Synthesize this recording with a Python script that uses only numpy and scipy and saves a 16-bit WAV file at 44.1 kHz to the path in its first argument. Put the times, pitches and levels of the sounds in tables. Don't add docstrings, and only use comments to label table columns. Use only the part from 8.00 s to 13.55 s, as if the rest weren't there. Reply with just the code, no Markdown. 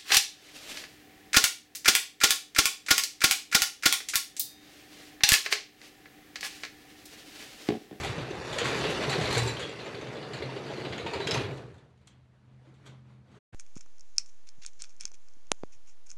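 import sys
import numpy as np
from scipy import signal
from scipy.fft import rfft, irfft, next_fast_len
from scipy.io import wavfile
from scipy.ndimage import uniform_filter1d, map_coordinates

SR = 44100
rng = np.random.default_rng(int(sys.argv[2]) if len(sys.argv) > 2 else 0)


def to_wav(s):
    ch = np.atleast_2d(s).T
    pcm = np.round(np.clip(ch, -1, 1) * 32767)
    wavfile.write(sys.argv[1], SR, pcm.astype(np.int16))


def invert_db(level):
    return 10 ** (np.asarray(level, dtype=float) / 20)


N = 244622
STOP_S = 3.84
ECHO_SPAN_S = 0.2


def unit(x):
    return x / np.sqrt(np.mean(x ** 2) + 1e-20)


def along(points, hz):
    f, v = np.transpose(points)
    return np.interp(np.log(hz + 1), np.log(f + 1), v)


def curves(rows):
    s, *cols = np.transpose(rows)
    return [np.interp(np.arange(N) / SR, s, c) for c in cols]


def peaks_db(rows, rise_db_s, fall_db_s):
    rows = np.array(rows)
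    late = np.arange(N) / SR - rows[:, :1]
    return np.max(rows[:, 1:] + np.where(late < 0, rise_db_s, -fall_db_s) * late, axis=0)


def wobble(rate):
    knots = rng.standard_normal(int(N * rate / SR) + 4)
    return map_coordinates(knots, [np.arange(N) * rate / SR])


def filtered(x, response):
    m = next_fast_len(len(x) + SR // 4)
    return irfft(rfft(x, m) * response(np.fft.rfftfreq(m, 1 / SR)), m)[:len(x)]


def resonances(modes):
    def response(f):
        return sum((-1) ** k * invert_db(db) * 1j * f * width / (hz * hz - f * f + 1j * f * width)
                   for k, (hz, width, db) in enumerate(modes))
    return response


def add(x, s, sound):
    part = x[round(s * SR):][:len(sound)]
    part += sound[:len(part)]


def patchy(x, depth_db):
    z = signal.stft(x, nperseg=256)[2]
    field = uniform_filter1d(rng.standard_normal(z.shape), size=3, axis=0)
    field = uniform_filter1d(field, size=9, axis=1)
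    gain = invert_db(depth_db * (unit(field) - depth_db / 8))
    return signal.istft(z * gain, nperseg=256)[1][:N]


def yard():
    # start_s, hum_hz, hum_db
    machine = [(3.7, 120, -54), (3.864, 126.1, -63), (3.948, 126.2, -58), (4.276, 126.9, -59),
               (4.586, 127.8, -54), (4.8, 131.2, -55.5), (4.9, 130.7, -50), (5.19, 126.4, -51),
               (5.262, 124.1, -59.5), (5.385, 129, -59), (5.55, 125.5, -60)]
    # ratio, level_db
    partials = [(.63, -14), (0.999, -0.5), (1.63, -12)]
    # freq_hz, level_db per Hz
    air_tone = [(15, -64), (30, -59), (70, -27.5), (150, -12.5), (300, -18.5), (600, -25), (1500, -29.5),
                (4300, -41), (5500, -44), (10000, -55), (14000, -72)]
    # freq_hz, level_db per Hz
    hiss_tone = [(800, -30), (2000, 0), (4500, -3), (6000, -9), (10000, -15), (14000, -28)]
    # peak_s, peak_db
    shuffles = [
        (3.7, -59),
        (4.136, -65.5),
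        (4.35, -68),
        (4.52, -68.5),
        (4.69, -63.5),
        (4.875, -59.5),
        (5.1, -64.5),
        (5.385, -60.5),
        (5.55, -54),
    ]
    hum_hz, hum_db = curves(machine)
    turns = np.cumsum(hum_hz) / SR
    hum = sum(invert_db(db + 1.4 * wobble(14)) * np.sin(2 * np.pi * ratio * turns + 0.35 * wobble(12))
              for ratio, db in partials)
    rustle_db = np.maximum(peaks_db(shuffles, rise_db_s=59, fall_db_s=50), -70)
    rustle_db = rustle_db - 2.5 + 0.8 * wobble(12)
    air = patchy(filtered(rng.standard_normal(N), lambda f: invert_db(along(air_tone, f))), 1.6)
    air = air / np.std(filtered(air, lambda f: f > 400))
    traffic = unit(filtered(rng.standard_normal(N), lambda f: resonances([(75, 80, 0)])(f) ** 2))
    hiss = unit(filtered(rng.standard_normal(N), lambda f: invert_db(along(hiss_tone, f))))
    return invert_db(-86.5) * hiss + invert_db(hum_db - 1.0) * hum + invert_db(rustle_db) * air + invert_db(-66) * traffic


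def garage(x):
    # freq_hz, t60_s
    decay = [(100, .8), (500, 0.21), (3000, 0.4), (10000, 0.089)]
    out, step = np.zeros(N), round(ECHO_SPAN_S * SR)
    for start in range(0, N, step):
        hz, t, z = signal.stft(rng.standard_normal(SR * 3 // 4), SR, nperseg=256)
        dying = z * invert_db(-60 * t / along(decay, hz)[:, None])
        tail = signal.istft(dying, SR, nperseg=256)[1]
        echo = signal.fftconvolve(x[start:start + step], tail / np.linalg.norm(tail))
        add(out, (start + 250) / SR, echo)
    return out


def thumps():
    # start_s, pitch_hz, peak_db, t60_s
    swings = [(.0, 75, -34, 0.1), (.092, 113, -28, 0.09), (0.18, 156, -25, 0.038), (0.213, 124, -32, 0.16),
              (0.399, 116, -41, 0.079), (.512, 130, -37, .07), (.637, 125, -31, 0.075),
              (.66, 80, -38.5, .12), (0.98, 121, -36.5, 0.042), (1.075, 135, -28.5, 0.17),
              (1.18, 160, -26, 0.1), (1.21, 124, -25, 0.11), (1.255, 110, -31, .08), (1.3, 125, -32, .1),
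              (1.36, 120.7, -24, 0.2), (1.41, 116.4, -27, 0.38), (1.546, 140, -32, 0.059),
              (1.629, 116, -35.5, 0.065), (1.94, 125, -38, .08), (1.991, 126, -37, 0.1),
              (2.04, 150, -39, .07), (2.085, 130, -39, .1), (2.73, 125, -38, .08), (2.805, 140, -39, .06),
              (2.2, 140, -41, .15), (2.33, 135, -39, .2), (2.43, 130.9, -36, 0.45), (2.6, 132, -42, 0.31),
              (2.849, 129, -37.5, 0.18), (2.899, 85, -37, 0.1), (3.03, 85, -39, .15), (2.4, 85, -41, .15),
              (3.15, 85, -37.5, 0.13), (3.259, 131, -29.5, 0.091), (3.327, 130, -27, .05),
              (3.368, 128, -26, 0.11), (3.51, 130, -35, .12), (3.615, 125, -42, .2), (3.775, 100, -50, .08),
              (3.438, 106, -30.5, 0.16), (3.72, 85, -47.5, .25), (5.528, 110.3, -47, 0.22)]
    # start_s, pitch_hz, peak_db
    knocks = [(.037, 390, -36), (.048, 780, -34), (.06, 420, -35), (.575, 600, -33), (.7, 390, -31),
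              (.645, 1100, -34), (.727, 452, -30), (.815, 670, -32), (.85, 410, -31), (1.01, 660, -33),
              (1.078, 417, -32), (1.11, 780, -33), (1.14, 770, -32), (1.19, 740, -33), (1.21, 620, -32),
              (1.25, 620, -32), (.69, 1100, -36), (1.47, 910, -36), (1.153, 470, -30), (1.283, 401, -33),
              (1.327, 452, -32), (1.44, 900, -36), (1.47, 380, -33), (1.61, 490, -37), (1.865, 400, -35),
              (1.985, 390, -36), (2.18, 300, -37), (2.313, 415, -39), (2.49, 930, -39), (2.497, 423, -38),
              (2.54, 334, -36), (2.737, 500, -38), (3.062, 920, -33), (3.133, 950, -33), (3.202, 920, -35),
              (3.225, 400, -33), (3.313, 420, -29), (3.344, 423, -29), (3.357, 940, -32), (3.44, 400, -33),
              (3.65, 415, -47), (3.7, 400, -49), (.56, 519, -31), (.615, 479, -26.5), (.797, 385, -31),
              (1.37, 467, -25), (2.421, 411, -32), (2.563, 402, -31), (2.7, 436, -37), (2.78, 360, -37),
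              (2.85, 395, -39.5), (2.924, 470, -42), (2.997, 473, -34), (3.064, 477, -37),
              (3.135, 385, -34), (3.2, 396, -30), (3.285, 441, -30), (4.67, 322, -60), (4.86, 396, -60.5),
              (5.2, 207, -60.5), (5.362, 420, -58.5)]
    out, t = np.zeros(N), np.arange(SR // 2) / SR
    blows = [(*row, 0.083 * row[3]) for row in swings]
    for s, hz, db in knocks:
        t60 = 0.06 if s < STOP_S else 0.13
        blows.append((s, hz, db, t60, 0.003))
    for s, hz, db, t60, rise in blows:
        shape = invert_db(db - 60 * t / t60) * (1 - np.exp(-t / rise))
        add(out, s, shape * np.sin(2 * np.pi * hz * t) * 2)
    return out


def latch_bar():
    # start_s, peak_db
    clinks = [
        (0.904, -43.5),
        (1.0983, -30),
        (1.302, -36.5),
        (1.379, -21.5),
        (1.4748, -27),
        (1.693, -45),
        (2.3347, -51),
    ]
    # pitch_hz, level_db, t60_s
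    modes = [(3970, -3.5, 0.14), (4540, -11, 0.1), (7270, -6, 0.13), (7600, 3, .025), (8120, -6.5, 0.037),
             (9502, -25.5, .15), (11800, -24.5, 0.16), (12400, -26.5, .17)]
    out, t = np.zeros(N), np.arange(SR // 3) / SR
    shape = (1 - np.exp(-t / 0.0006)) * (1 - 0.38 * np.sin(2 * np.pi * 38 * t))  # attack, 38 Hz rocking
    for s, db in clinks:
        ring = sum(invert_db(level + rng.normal(0, 1.1) - 60 * t / t60) * np.sin(2 * np.pi * hz * t)
                   for hz, level, t60 in modes)
        add(out, s, invert_db(db - 5) * ring * shape)
    return out


def brackets():
    # (start_s, peak_db)
    struck = [(1502, .015, [(1.3684, -22)]), (3196, 0.042, [(1.567, -32.5), (1.627, -40), (3.274, -27.5),
              (4.076, -52), (4.862, -50)]), (4110, 0.09, [(1.256, -33), (1.8, -42), (2.424, -42),
              (2.775, -44)]), (3950, .16, [(2.996, -42.5), (3.212, -41), (3.24, -40), (3.285, -38),
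              (3.312, -32)]), (4200, .025, [(1.115, -30), (1.152, -30), (1.28, -31), (1.311, -28),
              (1.326, -23), (1.343, -27)]), (4450, .04, [(1.095, -28), (1.128, -28), (1.352, -28),
              (1.478, -31), (1.948, -40), (2.74, -43)]), (2150, .08, [(1.86, -42), (2.424, -38),
              (2.985, -40)]), (2450, .08, [(2.355, -41), (3.065, -37), (3.145, -36), (3.35, -32)]),
              (3330, .05, [(1.629, -33), (2.931, -39)]), (6900, .06, [(.59, -34), (2.978, -47)]),
              (5115, 0.014, [(3.2716, -23.5), (3.3098, -13.5)]), (6170, 0.078, [(.18, -46), (0.306, -49.5),
              (2.012, -51), (3.3404, -32)]), (6550, .037, [(1.21, -42), (2.979, -47)]),
              (7250, 0.04, [(0.011, -40.5), (0.527, -42.5), (.79, -40), (1.849, -49), (2.335, -52),
              (3.137, -45), (4.071, -56)])]
    out, t = np.zeros(N), np.arange(SR // 4) / SR
    for hz, t60, blows in struck:
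        for s, db in blows:
            drift = 0.11 * np.cumsum(rng.standard_normal(len(t)))
            shape = invert_db(db - 60 * t / t60) * (1 - np.exp(-t / 0.00085))
            add(out, s, shape * np.sin(2 * np.pi * hz * t + drift))
    return out


def contacts():
    # start_s, peak_db, weight_db, t60_s
    slaps = [
        (0.0, -34, -15, .03),
        (0.0105, -36, -20, .06),
        (0.0344, -27, -0.5, 0.19),
        (0.0469, -27.5, -5, 0.21),
        (1.3074, -25.5, -1.5, 0.099),
        (1.3268, -21, -16, 0.07),
        (1.348, -21.5, -4, 0.08),
        (1.3768, -24, -26, 0.088),
        (3.3413, -20, -2, 0.11),
    ]
    # start_s, peak_db, weight_db, t60_s
    snaps = [(0.1794, -33.5, 1.5, 0.36), (0.389, -50.5, -7, .15), (0.5838, -20, -16.5, 0.14),
             (1.0227, -26.5, -4, 0.25), (1.2101, -23.5, -10, 0.22), (1.3688, -17, -5, 0.07),
             (1.4771, -27, -15.5, 0.12), (1.5942, -31.5, -18, 0.4), (2.011, -36, 0, 0.17),
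             (2.3328, -33, -5.5, 0.31), (3.1333, -25, 2.5, 0.18), (3.271, -20, -10.5, 0.09),
             (3.3086, -19, -15.5, 0.079)]
    # start_s, peak_db, weight_db
    bumps = [(0.3035, -35, -8), (0.4758, -34, 5.5), (0.6134, -23, 1), (0.8365, -21, -2),
             (1.1271, -20.5, -6.5), (1.2547, -23.5, -8.5), (1.5658, -32.5, -7), (1.6259, -28, 0.5),
             (1.689, -36, -20), (1.7898, -34, -2), (1.8581, -31.5, 3), (1.944, -34, 0.5), (2.0686, -36, -5),
             (2.1535, -33.5, 2.5), (2.224, -36.5, 7), (2.4212, -29, -8.5), (2.4968, -32.5, -2),
             (2.5604, -33.5, 2.5), (2.6634, -38.5, -4), (2.7012, -34.5, 9.5), (2.7721, -42, -9.5),
             (2.817, -38.5, -7), (2.8468, -29.5, -9.5), (2.922, -29, 0), (2.9791, -30.5, -5),
             (2.9975, -40, 2), (3.061, -26, 2), (3.201, -25, -10.5), (3.3703, -24, -12.5),
             (3.437, -32.5, -7)]
    # start_s, peak_db, weight_db, t60_s
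    ticks = [(3.548, -51, -9, .08), (3.5702, -45.5, 2, .2), (3.742, -55.5, 1, 0.13),
             (3.78, -53.5, 6, 0.091), (3.899, -69, -11, 0.1), (3.9744, -66, -7, 0.11),
             (4.0127, -63.5, 5.5, .14), (4.0565, -66, -1.5, .12), (4.072, -45, -30, .055),
             (4.651, -62.5, 9, .12), (4.7394, -62, -7, .25), (4.8557, -54, -8, .09),
             (4.862, -44.5, -9, 0.14), (5.0994, -67, 9, .11), (5.1292, -68, 3, .12), (5.315, -63, -6, .3),
             (5.345, -63.5, -10, 0.31)]
    # start_s, peak_db, weight_db, t60_s
    scrapes = [
        (0.5234, -30, -1.5, 0.64),
        (0.642, -23, -11, 0.44),
        (0.7589, -28, -12.5, 0.13),
        (0.778, -29, -8, .15),
        (0.9, -24.5, -11, 0.18),
        (1.0914, -23, -12, 0.3),
        (2.655, -38, -6, .15),
    ]
    bumps = [(*row, 0.13) for row in bumps]
    # rows, hinge dB, sizzle dB, thin parts lost per dB of weight, rise s
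    kinds = [(slaps, -18.5, -21.5, 0.5, 0.0007), (snaps, -20.5, -32, 0.39, 0.0006),
             (bumps, -25.5, -34.5, 0.05, 0.0018), (ticks, -13.5, -24, 0.27, 0.0007),
             (scrapes, -18, -24, 0.3, 0.005)]
    found = []
    for rows, hinge_db, sizzle_db, lost, rise in kinds:
        for row in rows:
            dulled_db = lost * row[2]
            found.append((*row, hinge_db - dulled_db, sizzle_db - 0.53 * dulled_db, rise))
    return sorted(found)


def clacks():
    panels, tracks, hinges, edges = np.zeros((4, N))
    t = np.arange(SR // 3) / SR
    for s, db, weight_db, t60, hinge_db, sizzle_db, rise in contacts():
        noise = rng.standard_normal((5, len(t)))
        bounces = invert_db(1.7 * unit(uniform_filter1d(noise[4], 150)))
        attack = 1 - np.exp(-t / rise)
        shape = invert_db(db) * attack * (bounces * invert_db(-60 * t / t60) + 0.31 * invert_db(-60 * t / 0.0047))
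        crack = 0.71 * invert_db(db - 60 * t / 0.011) * attack
        late = 1 - np.exp(-t / 0.0016)
        thin_db = -10 * t / t60
        add(panels, s, noise[0] * shape * invert_db(weight_db) * late)
        add(tracks, s, noise[1] * shape)
        add(hinges, s, noise[2] * (shape + crack) * invert_db(hinge_db + thin_db))
        add(edges, s, noise[3] * (shape + crack) * invert_db(sizzle_db + thin_db))
    below_5k = signal.cheby1(6, 1, 5000, analog=True)
    panel_modes = resonances([(450, 300, 0), (900, 600, -5)])
    track_modes = resonances([(1800, 2300, 0.8), (4200, 1900, 0.3)])
    knock = filtered(panels, lambda f: panel_modes(f) / (1 + 1j * f / 2200) ** 2)
    rattle = filtered(tracks, lambda f: signal.freqs(*below_5k, f)[1] * track_modes(f))
    hinge = filtered(hinges, lambda f: resonances([(6600, 4800, 0)])(f) ** 4)
    sizzle = filtered(edges, lambda f: resonances([(10300, 7000, 0)])(f) ** 4)
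    return invert_db(6.5) * knock + invert_db(-1.65) * rattle + invert_db(5.0) * hinge + invert_db(0.5) * sizzle


def grit(share, spread_db, smooth_db):
    u, size, noise = rng.random(N), rng.standard_normal(N), rng.standard_normal((2, N))
    impacts = (u < share) * invert_db(spread_db * np.clip(size, -2, 2)) * np.sign(noise[0])
    return unit(unit(impacts) + invert_db(smooth_db) * noise[1])


def sheet_metal(x, t60):
    out, t, step = x.copy(), np.arange(SR // 10) / SR, round(ECHO_SPAN_S * SR)
    for start in range(0, N, step):
        ring = rng.standard_normal(len(t)) * invert_db(-60 * t / t60)
        add(out, start / SR, 0.4 * signal.fftconvolve(x[start:start + step], ring / np.linalg.norm(ring)))
    return out


def rails(f):
    # freq_hz, level_db per Hz
    grind_tone = [(400, -23), (800, -3.5), (2000, -5.5), (3000, -5), (4750, -9), (5200, -12), (7400, -20),
                  (9000, -25), (12000, -31.5), (15000, -43)]
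    # freq_hz, width_hz, level_db
    modes = [(1978, 190, -14), (3140, 300, -13), (3450, 9.7, -20.5), (4130, 450, -4.5), (5630, 150, -24),
             (6300, 13, -5.5), (7300, 59, -15.5), (8460, 130, -20.5), (9530, 44, -19), (11600, 35, -25)]
    return invert_db(along(grind_tone, f)) * (1 + 3 * resonances(modes)(f))


def steadied(x, share):
    swell = np.abs(signal.hilbert(x, next_fast_len(N))[:N])
    return unit(x / (swell + 0.12) ** np.clip(share, 0, 1))


def rollers():
    # start_s, panel_flex_db, roller_pressure_db
    push = [(0.0, -40, -38), (0.22, -39, -45.5), (0.53, -39.5, -39.5), (0.72, -33.5, -34.5),
            (0.82, -33.5, -32.5), (1.11, -34.5, -35), (1.27, -33, -35.5), (1.37, -35.5, -31.5),
            (1.66, -42, -46.5), (1.79, -44.5, -46.5), (2.28, -41, -48), (2.74, -40.5, -46),
            (3.27, -39, -45.5), (3.34, -33, -38.5), (3.45, -36.5, -45), (3.66, -49, -61.5), (3.8, -65, -78),
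            (3.9, -63.5, -92)]
    # peak_s, peak_db
    jolts = [
        (0.05, -44.5),
        (0.4, -52),
        (1.24, -48),
        (1.43, -43),
        (3.41, -48),
        (3.56, -48.5),
    ]
    # freq_hz, width_hz, level_db
    boom_modes = [(101.2, 30, -1.5), (135, 60.6, 1)]
    # freq_hz, width_hz, level_db
    panel_modes = [(418, 310, 4)]
    # freq_hz, level_db per Hz
    body_tone = [(15, -56.5), (25, -31.5), (59, -24), (134, -5.5), (190, -5.5), (270, -7), (408, -4),
                 (723, -11), (1300, -16.5), (1800, -17), (2340, -44.5), (3960, -120)]
    body_db, grind_db = curves(push)
    jolt_db = peaks_db(jolts, rise_db_s=79.5, fall_db_s=73)
    moving = np.interp(np.arange(N) / SR, [STOP_S, STOP_S + 0.16], [1, 0])
    chatter = wobble(15)

    boom = unit(filtered(rng.standard_normal(N), lambda f: resonances(boom_modes)(f) ** 2))
    boom = steadied(boom, 0.4)
    body = filtered(grit(0.02, 2.8, 0),
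                    lambda f: invert_db(along(body_tone, f)) * (1 + 0.5 * resonances(panel_modes)(f)))
    body = unit(patchy(body, 1.5))
    grind = unit(patchy(filtered(sheet_metal(grit(0.02, 2.3, 0), 0.03), rails), 1.8))
    bright_db = -2 + 0.63 * np.clip(jolt_db + 54.5, 0, None)
    upper = filtered(grind, lambda f: 1 / (1 + (5200 / (f + 1)) ** 8))
    grind = grind + (invert_db(bright_db) - 1) * upper
    shudder = unit(filtered(rng.standard_normal(N), lambda f: resonances([(62, 40, 0)])(f) ** 2))

    boom_level = np.hypot(invert_db(body_db - 13), invert_db(jolt_db + 0.2))
    shudder_level = invert_db(jolt_db - 3.5) + invert_db(-52 + 1.3 * (grind_db + 35.5))
    door = boom_level * boom + invert_db(body_db - 1.5 + 0.37 * chatter) * body
    door = door + invert_db(grind_db - 2.0 + 0.54 * chatter) * grind
    return moving * (door + shudder_level * shudder)


def scene():
    hits = patchy(clacks(), 1.9)
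    rings = brackets() + latch_bar()
    echo = garage(invert_db(-6.5) * hits + invert_db(-6.0) * rings)
    door = rollers() + hits + rings + thumps() + echo
    return (door + yard())[None]


def low_pass(x):
    return signal.sosfilt(signal.butter(12, 15000, fs=SR, output="sos"), x)


def record(dry):
    # freq_hz, level_db
    mic_tone = [(20, -12), (45, -7), (90, 1.5), (11500, 0.5), (12800, -5.5), (14000, -12.5), (15500, -24)]
    dip = resonances([(5170, 560, 0)])
    heard = filtered(dry[0], lambda f: invert_db(along(mic_tone, f)) * (1 - 0.36 * dip(f)))
    fade = np.interp(np.arange(N) / SR, [5.378, 5.391, 5.524, 5.534], [1, 0, 0, 1])
    mix = (heard * fade)[None]
    return low_pass(mix)


dry = scene()
out = record(dry)
to_wav(out)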